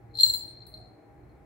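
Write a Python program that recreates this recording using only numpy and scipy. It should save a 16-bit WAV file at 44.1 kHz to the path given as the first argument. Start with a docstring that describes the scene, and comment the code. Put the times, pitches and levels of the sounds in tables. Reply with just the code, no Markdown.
"""A small metal jingle bell rings as a kitten bats it across a stone step in a stairwell.
The loose pellet inside strikes the shell in a quick flurry, a paw chokes the ring,
and a few soft strikes follow as the bell rolls to rest. The hard walls carry the ring on
over the low hum and rumble of the building, where faint hollow tones swell and fade."""
import sys
import numpy as np
from scipy import signal
from scipy.fft import rfft, irfft
from scipy.io import wavfile

SR = 44100
rng = np.random.default_rng(int(sys.argv[2]) if len(sys.argv) > 2 else 0)


def dump(signal):
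    """Clip the signal to [-1, 1] and save it as 16-bit WAV at the path in sys.argv[1]."""
    limited = np.clip(np.atleast_2d(signal).T, -1, 1)
    pcm = np.round(limited * 32767).astype(np.int16)
    wavfile.write(sys.argv[1], SR, pcm)


N = 63945


def amp(db):
    """Turns decibels into a factor to multiply by."""
    return 10 ** (np.asarray(db) / 20)


def unit(x):
    """Scales a signal to an average (rms) strength of 1."""
    return x / np.sqrt(np.mean(x ** 2) + 1e-20)


def fade(t, fade_s):
    """A dying-away curve; the fade time is how long it takes to drop by 60 dB."""
    return np.exp(-np.log(1000) * t / fade_s)


def read(points, hz):
    """Reads between the rows of a frequency table, giving each octave equal room."""
    f, value = np.transpose(points)
    return np.interp(np.log(hz + 1), np.log(f + 1), value)


def add(mix, start_s, sound):
    """Mixes a sound in at its start time."""
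    part = mix[round(start_s * SR):][:len(sound)]
    part += sound[:len(part)]


def building():
    """Steady air noise and a wavering hum, with nearly the same bass on both sides."""
    # tone colour of the air noise: f/Hz, relative level/dB
    air_colour = [(25, -31), (40, -16), (54, 0.5), (85, -12.5), (120, -4), (180, -11), (260, -14),
                  (330, -7), (540, -18), (750, -17), (1000, -24), (1500, -28), (2250, -28.5), (2900, -44.5),
                  (4200, -46.5), (5200, -49.5), (15500, -51)]
    # how alike left and right are: f/Hz, likeness/0-1
    likeness = [(60, .93), (150, .91), (300, .72), (600, .5), (1200, .25), (15000, .1)]
    # how much louder the left is: f/Hz, left minus right/dB
    balance = [(60, -2), (130, -3.5), (300, -0.5), (650, 9), (1300, -0.5), (15000, 0.5)]
    # narrow bands of noise that hum: f/Hz, level/dB, width/Hz
    hum_bands = [(76, -69.5, 5), (116.8, -61.5, 11), (300, -71.5, 12), (463, -75, 4.4), (628, -78.5, 3.3),
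                 (808.3, -67.5, 3)]
    air_db = -55.5
    hz = np.fft.rfftfreq(N, 1 / SR)
    a, b, c, d = rng.standard_normal((4, len(hz)))
    same = read(likeness, hz)
    left = a + 1j * b  # a random strength and phase at every frequency
    right = same * left + np.sqrt(1 - same ** 2) * (c + 1j * d)
    spectrum = np.array([left, right]) * amp(np.outer([.5, -.5], read(balance, hz)))
    out = amp(air_db) * unit(irfft(spectrum * amp(read(air_colour, hz)), N))
    for pitch, db, width in hum_bands:
        band = spectrum / (1 + ((hz - pitch) / (width / 2)) ** 2)
        out += amp(db) * unit(irfft(band, N))
    return out


def bass_swell(x):
    """The low rumble swells and sinks."""
    # boost or cut of the bass: t/s, gain/dB
    swells = [(0, -6), (.11, 6), (.21, 0), (.34, 4), (.46, -0.5), (.58, -1), (.8, 2.5), (.92, -1.5),
              (1.0, -8), (1.17, -1.5), (1.261, 4), (1.35, -0.5), (1.45, -1)]
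    bass = signal.sosfiltfilt(signal.butter(2, 220, fs=SR, output="sos"), x)  # below 220 Hz
    gain = amp(np.interp(np.arange(N) / SR, *np.transpose(swells)))
    return x + bass * (gain - 1)


def rolling_pellet():
    """The rolling pellet chatters on the shell: tiny, short rings near the bell's lowest note."""
    # loudness of the rolling: t/s, level/dB
    loudness = [(.09, -89.5), (0.131, -68), (.16, -40.5), (.21, -57), (.3, -33.5), (.39, -44), (.42, -60),
                (.56, -68.5), (.61, -57), (.71, -59.5), (.78, -53), (.86, -62), (.95, -84.5), (1.25, -97.5),
                (1.31, -82), (1.4, -98.5)]
    taps_per_s, pitch_hz, rise_s, fade_s = 400, 4179, .0015, .02
    t = np.arange(SR // 10) / SR
    taps = rng.standard_normal(N) * (rng.random(N) < taps_per_s / SR)
    rise = (1 - np.exp(-t / rise_s)) ** 2
    ring = np.sin(2 * np.pi * pitch_hz * t) * rise * fade(t, fade_s)
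    chatter = unit(signal.fftconvolve(taps, ring)[:N])
    return chatter * amp(np.interp(np.arange(N) / SR, *np.transpose(loudness)))


def bell_strikes():
    """Each pellet strike clicks and rings the shell; touching the stone bends the lowest note."""
    # the shell's notes, lowest first; a twin close in pitch makes a note throb:
    # f/Hz, fade time/s, gap to the twin/Hz, twin strength/0-1
    shell_notes = [(4194, 0.065, 55, 0), (7358, 0.22, 4.2, .12), (8934, 0.32, 8, .1), (11296, .15, 24, 0.8),
                   (15690, .23, 35, .6)]
    # pellet strikes: t/s, drop of the lowest note/Hz, click level/dB, then each note's level/dB
    strikes = [ (0.143, -18, -66, -55.5, -71.5, -87.5, -71, -97),
               (0.1523, 5, -65, -30.5, -71, -69, -58.5, -87), (0.172, 45, -42, -28.5, -62, -56, -60, -55),
               (.1868, 41, -48, -18, -49, -56, -51.5, -51), (0.1983, 14, -32, -11, -63, -63, -46, -46),
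               (0.2076, -12, -22.5, -9.5, -30.5, -61.5, -33, -55),
               (.2320, 15, -20.5, -1, -26, -56.5, -32, -30),
               (0.2456, 73.5, -28.5, -36, -45.5, -60.5, -49.5, -36),
               (0.2605, 38, -40, -17.5, -53, -62, -41.5, -37),
               (.2690, -70.5, -41.5, -25.5, -50.5, -65, -52.5, -52),
               (.2750, 59, -32.5, -34, -41, -67, -45, -51), (.2945, 6, -37, -18.5, -44, -61.5, -42.5, -60),
               (.2990, 1, -55, -16, -48, -71, -61, -59), (.3365, 53, -35.5, -19, -64.5, -40, -36.5, -31),
               (0.376, 76, -68, -60, -54, -57, -67, -37), (0.442, 10, -74, -49, -57, -91, -74, -68),
               (0.479, -4, -71.5, -39, -69.5, -93, -76, -67),
               (0.572, -16.5, -71, -44, -78.5, -88, -90, -93),
               (.6190, 48.5, -72, -41.5, -82, -96, -89, -91.5),
               (.6665, 75, -53.5, -43, -70, -59.5, -53.5, -56.5),
               (.7395, 5.5, -62.5, -33.5, -73, -67, -72.5, -84),
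               (.7725, -27, -72, -41, -74, -76, -80.5, -85.5),
               (1.293, -29.5, -90, -69, -102, -96.5, -98, -95.5)]
    # how fast the ring builds up: click level/dB, rise time/s
    rise_times = [(-64.5, 0.00044), (-35, 0.00047), (-15, 0.00081)]
    click_s = .0012
    paw_lands_s, paw_fade_s = .379, .18
    out, t = np.zeros(N), np.arange(SR // 2) / SR
    click_band = signal.butter(2, [2300, SR / 2 - 100], "band", fs=SR, output="sos")
    aims = [np.ones(2 * N)] + [tumble() for _ in shell_notes[1:]]
    for start, drop_hz, click_db, *note_dbs in strikes:
        burst = rng.standard_normal(len(t)) * np.exp(-t / click_s)
        sound = amp(click_db) * signal.sosfilt(click_band, burst)
        rise_s = np.interp(click_db, *np.transpose(rise_times))
        rise = (1 - np.exp(-t / rise_s)) ** 2
        for k, (hz, fade_s, gap_hz, twin) in enumerate(shell_notes):
            cycles = hz * (start + t) - (k == 0) * drop_hz * t
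            pair = np.exp(2j * np.pi * cycles) * (1 + twin * np.exp(2j * np.pi * gap_hz * t))
            aim = aims[k][round(start * SR):][:len(t)]
            ring = (pair * aim).imag
            sound += amp(note_dbs[k]) * ring * rise * fade(t, fade_s)
        # a paw lands on the bell and chokes the strikes that came before it
        held_s = (start < paw_lands_s) * np.maximum(start + t - paw_lands_s, 0)
        add(out, start, sound * fade(held_s, paw_fade_s))
    return out


def tumble():
    """The turning bell aims a high note toward us, then away: its strength and phase sway at random."""
    sway_hz, depth = 26, .22
    hz = np.fft.fftfreq(2 * N, 1 / SR)
    sway = np.fft.ifft(np.exp(2j * np.pi * rng.random(2 * N) - (hz / sway_hz) ** 2))
    return 1 + depth * sway / np.std(sway)


def direct_sound(x):
    """The bell lies to the left, so its sound reaches the right side later and softer."""
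    # right side compared with the left: f/Hz, level/dB
    right_levels = [(4200, -4.5), (7300, 0), (9000, -7), (11300, -8.5), (15700, -4)]
    delay_s = .000238
    hz = np.fft.rfftfreq(2 * N, 1 / SR)
    right_filter = amp(read(right_levels, hz)) * np.exp(-2j * np.pi * hz * delay_s)
    right = irfft(rfft(x, 2 * N) * right_filter)[:N]
    return np.array([x, right])


def stairwell(x):
    """Quick echoes from the nearby steps, then a long tail whose treble dies first."""
    # how long the tail lasts: f/Hz, fade time/s
    fade_times = [(500, 3.2), (2000, 0.86), (4200, 0.6727), (7500, 0.37), (9000, 0.46), (11300, 0.3053),
                  (16000, 0.25)]
    # tone colour of the tail: f/Hz, relative level/dB
    tail_colour = [(1000, -3), (3000, -6), (4200, -11), (5500, 2), (7400, -3), (11300, -5), (16000, -3)]
    first_echo_s, early_fade_s, early_db = .004, .074, -7
    t = np.arange(SR) / SR
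    tail_noise, early_noise = rng.standard_normal((2, SR)) * (t > first_echo_s)
    hz, times, bands = signal.stft(tail_noise, SR, nperseg=256)
    fade_s = read(fade_times, hz)[:, None]
    bands *= amp(read(tail_colour, hz))[:, None] * fade(times, fade_s)
    bands *= np.sqrt(2 * np.log(1000) / (fade_s * SR))  # a longer fade adds no extra energy
    tail = signal.istft(bands, SR, nperseg=256)[1][:SR]
    early = amp(early_db) * unit(early_noise * fade(t, early_fade_s)) / np.sqrt(SR)
    echoes = signal.fftconvolve(x, tail + early)[:N]
    return echoes


def hollow_tones():
    """Faint wavering tones rise out of the background on the left and die away."""
    # the tones: start t/s, f/Hz, level on the left/dB
    tones = [(.71, 632, -55), (.765, 757, -55), (.79, 700, -59), (.86, 593, -62.5), (.97, 633, -61),
             (1.0, 463, -61.5)]
    rise_s, width_hz, right_db = .039, 9.4, -8
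    out, t, hz = np.zeros(N), np.arange(SR) / SR, np.fft.rfftfreq(SR, 1 / SR)
    swell = t / rise_s * np.exp(1 - t / rise_s)
    for start, pitch, db in tones:
        spectrum = np.exp(2j * np.pi * rng.random(len(hz)))
        band = spectrum / (1 + ((hz - pitch) / width_hz) ** 2)
        add(out, start, amp(db) * unit(irfft(band, SR)) * swell)
    return np.array([out, amp(right_db) * out])


def scene():
    """The bell and its echoes over the sounds of the building, as left and right channels."""
    bell = bell_strikes() + rolling_pellet()
    echoes = np.array([stairwell(bell), amp(-2.5) * stairwell(bell)])  # each side has its own echoes
    return direct_sound(bell) + echoes + bass_swell(building()) + hollow_tones()


def record(dry):
    """Cuts away the very highest treble."""
    cutoff_hz = 16120
    low_pass = signal.firwin(511, cutoff_hz, window=("kaiser", 9), fs=SR)
    return signal.oaconvolve(dry, low_pass[None], "same")


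dry = scene()
out = record(dry)
dump(out)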